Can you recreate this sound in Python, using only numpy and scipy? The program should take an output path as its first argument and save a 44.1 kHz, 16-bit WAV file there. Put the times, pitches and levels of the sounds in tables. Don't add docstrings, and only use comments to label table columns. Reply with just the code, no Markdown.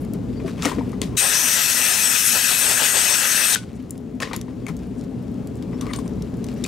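import sys
import numpy as np
from scipy import signal
from scipy.fft import rfft, irfft, next_fast_len
from scipy.io import wavfile
from scipy.ndimage import uniform_filter1d, map_coordinates

SR = 44100
rng = np.random.default_rng(int(sys.argv[2]) if len(sys.argv) > 2 else 0)


def dump_mix(stems):
    frames = np.atleast_2d(stems).T
    limited = np.clip(frames, -1, 1)
    pcm = np.round(limited * 32767).astype(np.int16)
    wavfile.write(sys.argv[1], SR, pcm)


def decibels_to_gain(level_db):
    exponent = np.asarray(level_db, float) / 20
    return 10 ** exponent


N = 294147


def unit(x):
    return x / np.sqrt(np.mean(x ** 2) + 1e-20)


def along(points, hz):
    f, v = np.transpose(points)
    return np.interp(np.log(hz + 1), np.log(f + 1), v)


def curves(rows):
    s, *cols = np.transpose(rows)
    return [np.interp(np.arange(N) / SR, s, c) for c in cols]


def wobble(rate):
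    coarse = np.arange(0, N + 8, 8)
    knots = rng.standard_normal(int(N * rate / SR) + 4)
    return np.interp(np.arange(N), coarse, map_coordinates(knots, [coarse * rate / SR]))


def filtered(x, response):
    m = next_fast_len(N + 8192)
    return irfft(rfft(x, m) * response(np.fft.rfftfreq(m, 1 / SR)), m)[..., :N]


def hump(hz, centre_hz, width_hz):
    return 1 / (1 + (2 * (hz - centre_hz) / width_hz) ** 2)


def lifted(peaks, hz):
    return decibels_to_gain(sum(db * hump(hz, c, w) for c, w, db in peaks))


def rush(colour, peaks, alike, side, patchy_db, lead=((1, 0),), moving_db=0):
    z = signal.stft(rng.standard_normal((2, N)), nperseg=512)[2]
    field = uniform_filter1d(rng.standard_normal(z.shape[1:]), size=4, axis=0)
    field = uniform_filter1d(field, size=9, axis=1)
    pair = signal.istft(z * decibels_to_gain(patchy_db * unit(field) + moving_db), nperseg=512)[1]
    m = next_fast_len(N + 8192)
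    hz = np.fft.rfftfreq(m, 1 / SR)
    turn = np.arccos(np.clip(along(alike, hz), 0, 1)) / 2
    coloured = rfft(pair, m) * decibels_to_gain(along(colour, hz)) * lifted(peaks, hz)
    shared, own = coloured * [np.cos(turn), np.sin(turn)]
    half = decibels_to_gain(along(side, hz) / 2) * np.exp(.5j * along(lead, hz))
    out = irfft([(shared + own) * half, (shared - own) / half], m)[:, :N]
    return out / np.std(out.mean(axis=0))


def narrow(hz, width_hz):
    slow = filtered(rng.standard_normal((2, N)), lambda f: hump(f, 0, width_hz))
    turn = 2 * np.pi * np.cumsum(hz * np.ones(N)) / SR
    return unit(slow[0] * np.cos(turn) + slow[1] * np.sin(turn))


def add(out, s, mono, pan_db):
    start = round(s * SR)
    out[:, start:start + len(mono)] += mono * decibels_to_gain([[pan_db / 2], [-pan_db / 2]])


# Hz, t60 in seconds.
WALLS = [(300, 0.43), (2000, 0.12), (8000, 0.2), (15000, 0.11)]


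def walls(x):
    hz, t, z = signal.stft(rng.standard_normal((2, SR // 2)), SR, nperseg=256)
    tail = signal.istft(z * decibels_to_gain(-60 * t / along(WALLS, hz)[:, None]), SR, nperseg=256)[1]
    delayed = np.pad(x.mean(axis=0), (300, 0))[None]
    return signal.fftconvolve(delayed, tail / np.linalg.norm(tail[0]), axes=1)[:, :N]


# opens in seconds, rise in seconds, shuts in seconds, fall in seconds.
VALVE = (1.166, 0.01, 3.551, 0.0019)


def camera_gain():
    duck_db, duck_s = 13, 0.037
    quick_db, quick_s, creep_db_per_s = 6, 0.021, 3
    opens, _, shuts, _ = VALVE
    t = np.arange(N) / SR
    after = np.clip(t - shuts, 0, None)
    back_db = quick_db * (1 - np.exp(-after / quick_s)) + creep_db_per_s * after
    return -np.clip(duck_db * np.clip((t - opens) / duck_s, 0, 1) - back_db, 0, None)


# Hz, dB per Hz.
ROOM_AIR = [(15, -55), (25, -23), (120, -8), (260, -8), (520, -22), (950, -34.5), (2000, -46), (16000, -61)]
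# Hz, width in Hz, dB.
DUCT = [(57, 8.2, 13), (82, 12, 6), (117.8, 11, 6), (182.6, 37, 5.5), (250, 43, 8), (350, 46, -2),
        (426, 47, 6), (7300, 6100, 4)]
# Hz, left over right in dB.
FAN_SIDE = [(60, -0.5), (110, -7), (200, 3.5), (380, 11), (800, 12.5), (3500, 6.5), (8120, -3), (15000, 0)]
# Hz, likeness 0..1.
FAN_ALIKE = [(60, 0.89), (130, 1), (290, 0.94), (640, 0.81), (1410, 0.93), (3100, .99), (6820, 0.34),
             (15000, 0.45)]
# Hz, rms level in dB.
WHINE = [
    (7101, -80.5),
]
# Hz, dB per Hz.
CAPSULE = [(500, -19.5), (2000, 8), (8000, -11), (15500, -15)]


def fan():
    fan_db = -27
    air = rush(ROOM_AIR, DUCT, FAN_ALIKE, FAN_SIDE, patchy_db=.4)
    whine_hz, whine_db = WHINE[0]
    whine_level = decibels_to_gain(whine_db + 8 - fan_db + 3.5 * wobble(2))
    whine = whine_level * np.sin(2 * np.pi * whine_hz * np.arange(N) / SR + .6 * wobble(30))
    capsule = rush(CAPSULE, [], [(1000, .6)], [(1000, 0)], patchy_db=1.5)
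    return decibels_to_gain(fan_db + camera_gain()) * (air + whine) + decibels_to_gain(-67.5) * capsule


# seconds, level in dB.
RUB = [
    [(0.0, -67), (0.396, -54), (0.552, -52), (0.612, -44), (0.68, -38), (0.76, -52.5), (0.988, -55),
     (1.16, -50.5)],
    [(3.62, -48), (3.7, -58), (4.21, -65), (4.36, -58), (5.6, -61), (5.91, -49.5), (6.05, -57.5),
     (6.3, -58.5), (6.67, -48.5)],
]
# Hz, dB per Hz.
RUB_COLOUR = [(500, -43.5), (1000, -1.5), (2200, 1.5), (5000, -4.5), (9000, -11), (15500, -23)]
# start in seconds, length in seconds, level in dB.
SCUFFS = [(0, 0.094, -57.5), (0.136, .03, -51), (0.459, 0.072, -44.5), (0.636, 0.037, -43),
          (0.653, 0.056, -40.5), (0.925, .04, -59), (4.215, .022, -33), (4.226, 0.11, -44.5),
          (4.338, 0.032, -43), (4.676, 0.056, -50), (5.81, 0.038, -65), (5.937, .04, -55),
          (4.78, 0.092, -59), (6.243, .05, -62)]
# start in seconds, length in seconds,
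# start Hz, end Hz, level in dB.
SQUEAKS = [(.325, 0.033, 4400, 4520, -61), (0.353, 0.045, 4600, 4700, -54.5),
           (3.556, 0.007, 1680, 1450, -16.5), (0.6, 0.029, 3600, 3630, -50), (3.91, 0.022, 6930, 7000, -61),
           (4.664, 0.019, 2250, 2250, -42), (4.679, 0.023, 2210, 2120, -45), (5.73, 0.041, 5400, 5430, -56),
           (5.814, 0.038, 1130, 1020, -40), (5.847, 0.018, 1110, 1100, -43),
           (5.865, 0.032, 1062, 1120, -45), (5.9, 0.02, 1190, 1186, -40), (5.873, .012, 1200, 1190, -44),
           (5.887, 0.03, 2210, 1804, -38), (5.902, 0.022, 1920, 2230, -45),
           (5.918, 0.059, 1150, 1070, -45.5), (5.945, 0.047, 2170, 2350, -53.5),
           (5.897, 0.037, 8700, 8900, -52), (5.956, 0.046, 8700, 8700, -45.5),
           (6.03, 0.048, 8750, 8800, -60), (6.05, .02, 7350, 7350, -57), (6.562, 0.041, 5840, 5800, -57),
           (1.123, 0.048, 1050, 1050, -49)]
# start in seconds, length in seconds, level in dB, centre in Hz.
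RUSTLES = [
    (0, .04, -53, 10400),
    (3.741, .04, -58, 7300),
    (4.145, .02, -66, 8000),
    (4.967, .05, -57, 7000),
    (5.558, .03, -60, 8000),
]
# Hz, likeness 0..1.
NEAR_ALIKE = [(60, 0.63), (130, 0.61), (290, 0.26), (640, 0.88), (1410, 0.78), (3100, 1), (6820, 0.82),
              (15000, 0.61)]


def gloves():
    level_db, = curves(RUB[0] + [(1.17, -103), (3.55, -101)] + RUB[1])
    now = np.arange(N) / SR
    scuffs = sum(decibels_to_gain(db) * np.sin(np.pi * np.clip((now - s) / length, 0, 1) ** 0.57)
                 for s, length, db in SCUFFS)
    clumps = unit(decibels_to_gain(1.8 * wobble(60) + 2.5 * wobble(400)))
    grain = rush(RUB_COLOUR, [(1100, 470, 6.7)], NEAR_ALIKE, [(1000, 2), (8000, 2.5)], patchy_db=1.5)
    rub = (decibels_to_gain(level_db) + scuffs) * clumps * grain
    out = np.zeros((2, N))
    for s, length, hz, end_hz, db in SQUEAKS:
        t = np.arange(round(length * SR)) / SR
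        rough = 0.11 * (2000 / hz) ** 0.25
        glide = 2 * np.pi * np.linspace(hz, end_hz, len(t)) / SR
        phase = np.cumsum(glide + rough * rng.standard_normal(len(t)))
        stutter_db = 3 * np.interp(t, np.arange(20) * .006, rng.standard_normal(20))
        swell = np.sqrt(np.sin(np.pi * t / length))
        add(out, s, decibels_to_gain(db + stutter_db) * swell * np.sin(phase), pan_db=12.0)
    for s, length, db, hz in RUSTLES:
        t = np.arange(round(length * SR)) / SR
        band = signal.butter(2, [hz / 1.3, hz * 1.3], "bandpass", fs=SR)
        dry_noise = signal.lfilter(*band, rng.standard_normal(len(t)))
        add(out, s, decibels_to_gain(db) * np.sin(np.pi * t / length) * unit(dry_noise), pan_db=5)
    return rub + out


# start in seconds, peak in dB, Hz, t60 in seconds.
BUMPS = [(0.445, -14.5, 387, 0.093), (0.656, -10, 287, 0.097), (0.78, -10.5, 277, 0.1),
         (0.875, -10.5, 265, 0.045), (1.015, -8.5, 250, 0.041), (4.369, -15.5, 197, 0.065),
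         (4.696, -17, 168, 0.2), (5.737, -21, 236, 0.099), (5.832, -15, 248, 0.068),
         (5.986, -15.5, 250, 0.11), (6.157, -17, 187, 0.076), (6.627, -13, 260, 0.034)]


def bumps():
    out, t = np.zeros((2, N + SR)), np.arange(SR // 4) / SR
    for s, db, hz, t60 in BUMPS:
        ring = np.sin(2 * np.pi * hz * t) + 0.36 * np.sin(2 * np.pi * 1.7 * hz * t)
        level = decibels_to_gain(db - 2.0 - 60 * t / max(t60, .02))
        add(out, s, level * (1 - np.exp(-t / 0.0037)) * ring, pan_db=8.0)
    return out[:, :N]


# start in seconds, peak in dB, ring in Hz, left over right in dB.
TICKS = [(0.1353, -24, 8900, 4), (0.2389, -48, 7100, 1), (0.893, -35, 7700, -3), (0.9173, -32.5, 6500, 12),
         (3.7294, -43, 7390, -1.1), (3.9071, -20.5, 10700, 2), (3.9777, -31, 7500, 3.5),
         (4.3627, -15, 11300, 3), (4.413, -20, 5870, 4.5), (4.7666, -29, 6500, 3.5),
         (4.791, -34, 4810, -1.5), (5.011, -33, 5600, -3.5), (5.0385, -38, 7300, 0), (.1545, -42, 6600, 2),
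         (4.87, -45, 10000, -2), (6.092, -44, 9500, -2), (5.0453, -36, 5544, .1), (5.472, -27, 7960, -4),
         (5.5548, -36.5, 7440, -4), (5.961, -21.5, 6300, 12), (6.078, -26, 5850, -5),
         (6.135, -37, 4090, -1), (6.222, -22, 5470, 5), (6.2452, -42.5, 4200, -3), (6.3394, -36, 5770, 1),
         (6.442, -21, 6000, 3), (6.641, -26, 12500, 4), (6.663, -36, 12000, 3), (6.466, -30, 6000, 9),
         (6.37, -37.5, 8000, .1), (6.54, -36, 9100, 2), (.049, -34, 7500, 2), (3.825, -44, 11000, 1),
         (3.895, -39, 8500, 1), (4.005, -50, 12000, -1), (5.226, -45, 10000, .1), (5.316, -45, 12000, .1),
         (5.342, -40.5, 6440, .1), (5.57, -41, 8000, .1), (6.527, -40, 5000, -1), (6.578, -40.5, 12500, .1),
         (6.626, -44, 12000, .1), (4.69, -34.5, 9500, 3), (4.697, -38, 6600, 3), (4.774, -39, 9000, 3)]


def ticks():
    t60_s, ring_db, tail_db, tail_t60_s = 0.01, -9, -21, .06
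    out, t = np.zeros((2, N + SR)), np.arange(SR // 8) / SR
    dying = decibels_to_gain(-60 * (t / t60_s) ** 1.25) + decibels_to_gain(tail_db - 60 * t / tail_t60_s)
    attack = 1 - np.exp(-t / 0.00027)
    for s, db, hz, pan_db in TICKS:
        thin = signal.butter(2, [hz / 1.9, min(hz * 1.7, 15500)], "bandpass", fs=SR)
        crack = signal.lfilter(*thin, rng.standard_normal(len(t)))
        ring = decibels_to_gain(ring_db) * np.sin(2 * np.pi * hz * t)
        add(out, s, decibels_to_gain(db - 6.5) * dying * attack * (crack + ring), pan_db)
    return out[:, :N]


# start in seconds, peak in dB, Hz, t60 in seconds.
RINGS = [(.6225, -28, 7020, .03), (0.62, -30, 4900, .012), (.6228, -38, 9500, .012),
         (.6492, -16, 2400, 0.012), (0.649, -28, 8300, .008), (0.65, -18.5, 5700, .025),
         (0.65, -30, 8960, 0.031), (0.65, -35, 1150, 0.016), (0.65, -20, 3200, 0.011),
         (.666, -15.5, 1920, 0.018), (.688, -31, 7500, .015), (3.9072, -29, 8570, 0.0086),
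         (3.9072, -24, 10500, .012), (3.9078, -24, 7100, 0.0087), (3.56, -29.5, 1480, 0.16),
         (0.81, -23, 930, 0.032), (4.26, -36, 1900, .02), (4.2036, -35, 7400, .01),
         (4.2023, -24.5, 2600, 0.013), (4.2246, -19, 1890, 0.02), (4.2317, -13.5, 1800, 0.015),
         (4.231, -23.5, 3320, .015), (4.3335, -28, 2400, .02), (4.3355, -19.5, 950, 0.021),
         (4.363, -27.5, 6750, .018), (4.3632, -30, 10300, .014), (4.3635, -36, 8400, 0.01),
         (5.8098, -34, 6000, .03), (5.8098, -32, 3400, .012), (5.867, -34, 1050, .03),
         (5.9066, -35, 2220, 0.018), (5.908, -37, 1000, 0.037), (5.936, -27, 2270, 0.027),
         (5.932, -31, 3600, .025), (4.6664, -24, 2200, 0.017), (4.6669, -34, 1150, 0.014),
         (4.6664, -37, 9450, .012), (4.683, -37, 9200, .012), (4.69, -38, 2100, .02),
         (4.6966, -36, 1300, 0.023), (5.73, -36, 940, .02), (5.987, -29, 1060, 0.029),
         (5.936, -28, 4500, .012), (5.937, -30, 7000, .01), (5.9607, -30, 7300, 0.019),
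         (5.962, -44, 10600, .04), (6.639, -24, 3700, 0.029), (6.6415, -21, 7250, 0.011),
         (6.65, -23.5, 2460, 0.023), (6.65, -38, 4540, .08), (6.639, -25, 5362, .015),
         (6.64, -23, 6900, .012), (6.6423, -32, 11000, 0.014), (6.64, -35, 7800, .04)]


def rings():
    out, t = np.zeros((2, N + SR)), np.arange(SR // 10) / SR
    attack = 1 - np.exp(-t / 0.00013)
    for s, db, hz, t60 in RINGS:
        level = decibels_to_gain(db - 60 * t / max(t60, .004))
        add(out, s, level * attack * np.sin(2 * np.pi * hz * t), pan_db=6)
    return out[:, :N]


# start in seconds, peak in dB.
SNAPS = [(.6231, -18), (.6496, -22), (.6551, -16), (.6558, -11), (.6569, -19), (1.0169, -12), (3.9078, -27),
         (4.2036, -24), (4.2045, -26), (4.2264, -28), (4.2297, -24), (4.2316, -24), (4.2334, -24),
         (4.3334, -25), (4.3362, -25), (4.3642, -21), (4.6664, -31), (4.6838, -34), (5.8113, -25),
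         (5.8126, -29), (5.936, -24), (5.937, -27), (5.962, -27), (6.6417, -18), (6.643, -14)]


def snaps():
    snap_hz, width_cycles = 7500, 0.71
    out, t = np.zeros((2, N)), np.arange(-32, 32) / SR
    for (s, db), chance in zip(SNAPS, rng.standard_normal(len(SNAPS))):
        turns = snap_hz * decibels_to_gain(0.62 * chance) * t
        pulse = np.exp(-.5 * (turns / width_cycles) ** 2) * np.sin(2 * np.pi * turns)
        add(out, s + t[0], decibels_to_gain(db) * pulse, pan_db=5.5)
    return out


# start in seconds, crack peak in dB, body over crack in dB,
# sizzle over crack in dB, main ring in Hz.
KNOCKS = [(0.4786, -47, 15, -13, 2250), (0.623, -19, -10.5, -19, 1900), (0.63, -25.5, 4, 2, 1310),
          (0.6542, -17, 4.5, -7.5, 1200), (0.687, -35.5, 13, 0, 1260), (1.0163, -16, -10, -10.5, 2070),
          (3.5575, -13, -16, -29, 1480), (4.2024, -26, 3, -8.5, 1220), (4.2248, -20.5, 1, -24, 1910),
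          (4.23, -18.5, -6, -28, 1960), (4.332, -21, -3, -13, 1980), (4.3358, -26, -1.5, -15, 905),
          (4.6661, -38, 5, -3, 2180), (4.683, -36, 5.5, -4, 2193), (4.6882, -40, 6, -2, 1230),
          (5.6247, -32.5, -11.5, -13, 1050), (5.811, -27.5, -7, -7, 1050), (5.9344, -21, -8, -13, 1150),
          (5.988, -31.5, -2, -4, 1024), (6.486, -30, -14, -13.5, 2060), (6.641, -15, -32, -31, 2660),
          (6.6614, -27, -4.5, -4, 920)]
# start in seconds, body peak in dB, main ring in Hz.
TAPS = [(0.359, -45, 995), (0.399, -34.5, 2430), (0.59, -32.5, 2100), (0.649, -21, 2180),
        (0.7161, -22.5, 960), (0.784, -26.5, 710), (0.93, -32, 1250), (4.247, -46, 1800),
        (4.273, -31, 2170), (4.312, -25, 1220), (4.481, -36.5, 805), (4.699, -33.5, 735),
        (5.7306, -32, 1050), (5.866, -39, 1084), (6.059, -36.5, 1008)]
# Hz, width in Hz, dB.
SHELL = [(438, 400, 15.5), (1050, 180, 12), (1110, 67, -2), (1920, 260, 4.5), (2250, 1000, 3)]


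def knocks():
    tap_crack_db, tap_sizzle_db = -14.5, -13
    out, t = np.zeros((2, N + SR)), np.arange(16384) / SR
    f = np.fft.rfftfreq(len(t), 1 / SR)

    def band(lo, hi):
        return 1 / (1 + (lo / (f + 1)) ** 4) / (1 + (f / hi) ** 4)

    def burst(shape):
        return unit(irfft(rfft(rng.standard_normal(len(t))) * shape))

    def dying(snap_s, scrape_s):
        return decibels_to_gain(-60 * t / snap_s) + decibels_to_gain(-11 - 60 * t / scrape_s)

    start = 1 - np.exp(-t / .0003)
    soft = [(s, db + tap_crack_db, -tap_crack_db, tap_sizzle_db, hz) for s, db, hz in TAPS]
    for s, db, body_db, sizzle_db, hz in KNOCKS + soft:
        t60 = max(0.13 * decibels_to_gain(0.39 * (db + body_db + 35.5)), .01)
        body = burst(band(375, 2840) * lifted(SHELL + [(hz, 300, 6)], f)) * dying(0.062, 1.27 * t60)
        crack = burst(band(2000, 5100)) * dying(0.0071, 0.88 * t60)
        sizzle = burst(band(5900, 8600)) * dying(0.018, 0.97 * t60)
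        grit = decibels_to_gain(2.5 * np.repeat(rng.standard_normal(len(t) // 90 + 1), 90)[:len(t)])
        ring = 1.5 * decibels_to_gain(-60 * t / 0.024) * np.sin(2 * np.pi * hz * t)
        add(out, s, decibels_to_gain(db + body_db - 8.5) * (body + ring) * (1 - np.exp(-t / 0.0004)), pan_db=10)
        add(out, s, decibels_to_gain(db - 6.0) * crack * grit * start, pan_db=4.0)
        add(out, s, decibels_to_gain(db + sizzle_db - 3.0) * sizzle * grit * start, pan_db=9.0)
    return out[:, :N]


# Hz, width in Hz, dB.
NOZZLE = [(1150, 22, -23), (2180, 52, -6.5), (1680, 420, 6), (2583, 190, 7), (1947, 30, 7),
          (3230, 83, -3.5), (4600, 180, -0.5), (4940, 200, -3), (5440, 860, 11), (6470, 620, 8.5),
          (8010, 390, 8.5), (9100, 380, 5), (11420, 1940, 9.5), (13400, 700, 1.5)]
# seconds, loss in dB.
SWINGS = [
    (1.45, 4.2),
    (1.8, 4.5),
    (2.1, 5.7),
    (2.26, 1.8),
    (2.6, 5),
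    (2.76, 3.9),
    (2.93, 6.5),
    (3.27, 3.4),
    (3.4, 2.6),
]


def swinging():
    swing_s, shade_hz, shade_width_hz = 0.026, 4080, 1670
    drift = .009
    hz = np.fft.rfftfreq(512, 1 / SR)[:, None]
    t = np.arange(-(-N // 256) + 1) * 256 / SR
    moved = 0
    for c, w, db in NOZZLE:
        if w > 150:
            slow = np.interp(t, np.arange(N) / SR, wobble(6))
            moved = moved + db * (hump(hz, c * (1 + drift * slow), w) - hump(hz, c, w))
    shade_db = sum(db * np.exp(-((t - s) / swing_s) ** 2) for s, db in SWINGS)
    return moved - shade_db * np.exp(-((hz - shade_hz) / shade_width_hz) ** 2)


# seconds, Hz, strength in dB.
WHISTLE = [
    (1.18, 8720, -21),
    (1.67, 8270, -31),
    (1.71, 8420, -23.5),
    (2.36, 8480, -27.5),
    (3.06, 8380, -22.5),
    (3.39, 8420, -33),
    (3.44, 8210, -24),
    (3.54, 9200, -21.5),
    (3.55, 9000, -30),
]
# seconds, level in dB.
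VALVE_SONG = [
    (1.165, -23),
    (1.181, -30),
    (1.195, -29),
    (1.22, -67),
    (3.51, -51),
    (3.535, -25),
    (3.56, -29),
]
# Hz, width in Hz.
VALVE_TONE = (3850, 220)
# start in seconds, length in seconds,
# start Hz, end Hz, level in dB.
FLARES = [
    (1.48, 0.093, 8350, 7900, -27),
    (1.97, .08, 8470, 8000, -33),
    (2.579, 0.14, 9190, 7990, -25.5),
    (2.9, .16, 8600, 7920, -27.5),
    (3.069, .11, 8980, 8250, -27),
    (3.419, 0.067, 8130, 8120, -28.5),
]
# seconds, level in dB.
EDGE = [
    (1.17, -45),
    (1.3, -27.5),
    (1.5, -27),
    (1.75, -35),
    (2.1, -36),
    (2.6, -56),
    (3.0, -52),
    (3.3, -33.5),
    (3.55, -45),
]


def whistles():
    t = np.arange(N) / SR
    whistle_hz, strength_db = curves(WHISTLE)
    whistle_db = -29 + 1.8 * (strength_db + 24.5) + 1.3 * wobble(15)
    tones = decibels_to_gain(whistle_db) * narrow(whistle_hz + 70 * wobble(16), width_hz=820)
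    tones = tones + decibels_to_gain(curves(VALVE_SONG)[0]) * narrow(*VALVE_TONE)
    glides, flares = [], 0
    for s, length, hz, end_hz, db in FLARES:
        glides += [(s, hz), (s + length, end_hz)]
        flares = flares + decibels_to_gain(db) * np.abs(np.sin(np.pi * np.clip((t - s) / length, 0, 1))) ** 0.64
    tones = tones + flares * narrow(curves(glides)[0], width_hz=350)
    edge_hz = 5870
    octave = decibels_to_gain(-8) * narrow(2 * edge_hz, width_hz=440)
    return tones + decibels_to_gain(curves(EDGE)[0]) * (narrow(edge_hz, width_hz=340) + octave)


# Hz, dB per Hz.
HISS = [(3500, -51), (5000, -9), (7300, -3), (9500, -1.5), (10300, -17), (12000, -51)]
TOP = [(8500, -42), (10200, -6), (12800, -5), (14200, -3), (15000, -12.5), (16000, -8)]
CAVITY = [(800, -63), (1200, -11.5), (2200, -8), (3200, -5.5), (4800, -9.5), (6000, -49)]
ROAR = [(100, -17), (300, -3.5), (600, 1), (1000, 1), (1300, -4.5), (1800, -58.5)]
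# Hz, left over right in dB.
JET_SIDE = [(110, -23), (380, 15.5), (700, 10), (1290, 16), (2380, 10.5), (4400, 7.5), (8120, 9),
            (15000, 13.5)]
# Hz, phase lead in radians.
JET_LEAD = [(4000, -0.24), (8000, 0.061), (15000, -0.4)]
# seconds, flow in dB, aim into the hollow -1.3..1.
AIM = [
    (1.17, -1, 0.97),
    (1.62, -1.3, -0.51),
    (1.95, -0.1, 0.038),
    (2.18, -1.1, -1.3),
    (2.61, -0.3, -0.45),
    (2.64, 0, 0.93),
    (3.1, 0, 0.69),
    (3.3, 0, -0.016),
    (3.55, -0.9, -0.057),
]
# seconds, added roar in dB.
GUSTS = [
    (1.245, 8.4),
    (1.97, 1.3),
    (2.36, 8.2),
    (2.52, 2.5),
    (2.65, 3.3),
    (2.71, 6.2),
    (2.81, 8.7),
    (2.96, 4.9),
    (3.12, 6),
]


def air_gun():
    gust_width_s = 0.025
    t = np.arange(N) / SR
    opens, rise, shuts, fall = VALVE
    flow = np.clip((t - opens) / rise, 0, 1) * np.exp(-np.clip(t - shuts, 0, None) / fall)
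    flutter_db = .5 * wobble(40) + .4 * wobble(300)
    lumps_db = wobble(25)
    flow_db, aim = curves(AIM)

    def sway():
        return flow_db + 0.7 * wobble(7.5)

    hiss_db = -19.5 + sway()
    top_db = -25.5 - 1.4 * aim + sway()
    cavity_db = -24 + 0.27 * aim + sway()
    late_db = 14 * np.clip((opens + 0.046 - t) / 0.02, 0, 1)
    gusts_db = sum(db * np.exp(-((t - s) / gust_width_s) ** 2) for s, db in GUSTS)
    roar_db = -39 + 2.5 * aim - late_db + gusts_db
    moving_db = swinging()

    def layer(colour, patchy_db):
        return rush(colour, NOZZLE, NEAR_ALIKE, JET_SIDE, patchy_db, JET_LEAD, moving_db)

    jet = decibels_to_gain(hiss_db - 1.7 + flutter_db) * layer(HISS, patchy_db=2.4)
    jet = jet + decibels_to_gain(top_db + flutter_db) * layer(TOP, patchy_db=2.4)
    jet = jet + decibels_to_gain(cavity_db + flutter_db + .7 * lumps_db) * layer(CAVITY, patchy_db=1.6)
    jet = jet + decibels_to_gain(roar_db + 1.1 * lumps_db) * layer(ROAR, patchy_db=1.2)
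    return flow * (jet + whistles() * decibels_to_gain([[2.5], [-3.5]]))


def scene():
    background = fan() + gloves() + bumps()
    clicks = ticks() + rings()
    blows = knocks() + snaps()
    jet = air_gun()
    echo = walls(decibels_to_gain(-14.0) * jet + decibels_to_gain(-13.5) * blows + decibels_to_gain(-18) * clicks)
    return background + clicks + blows + jet + echo


def band_limit(x):
    return signal.sosfilt(signal.butter(12, 16500, fs=SR, output="sos"), x)


def record(dry):
    limited = filtered(dry, lambda hz: hz < 15750)
    return band_limit(limited)


dry = scene()
out = record(dry)
dump_mix(out)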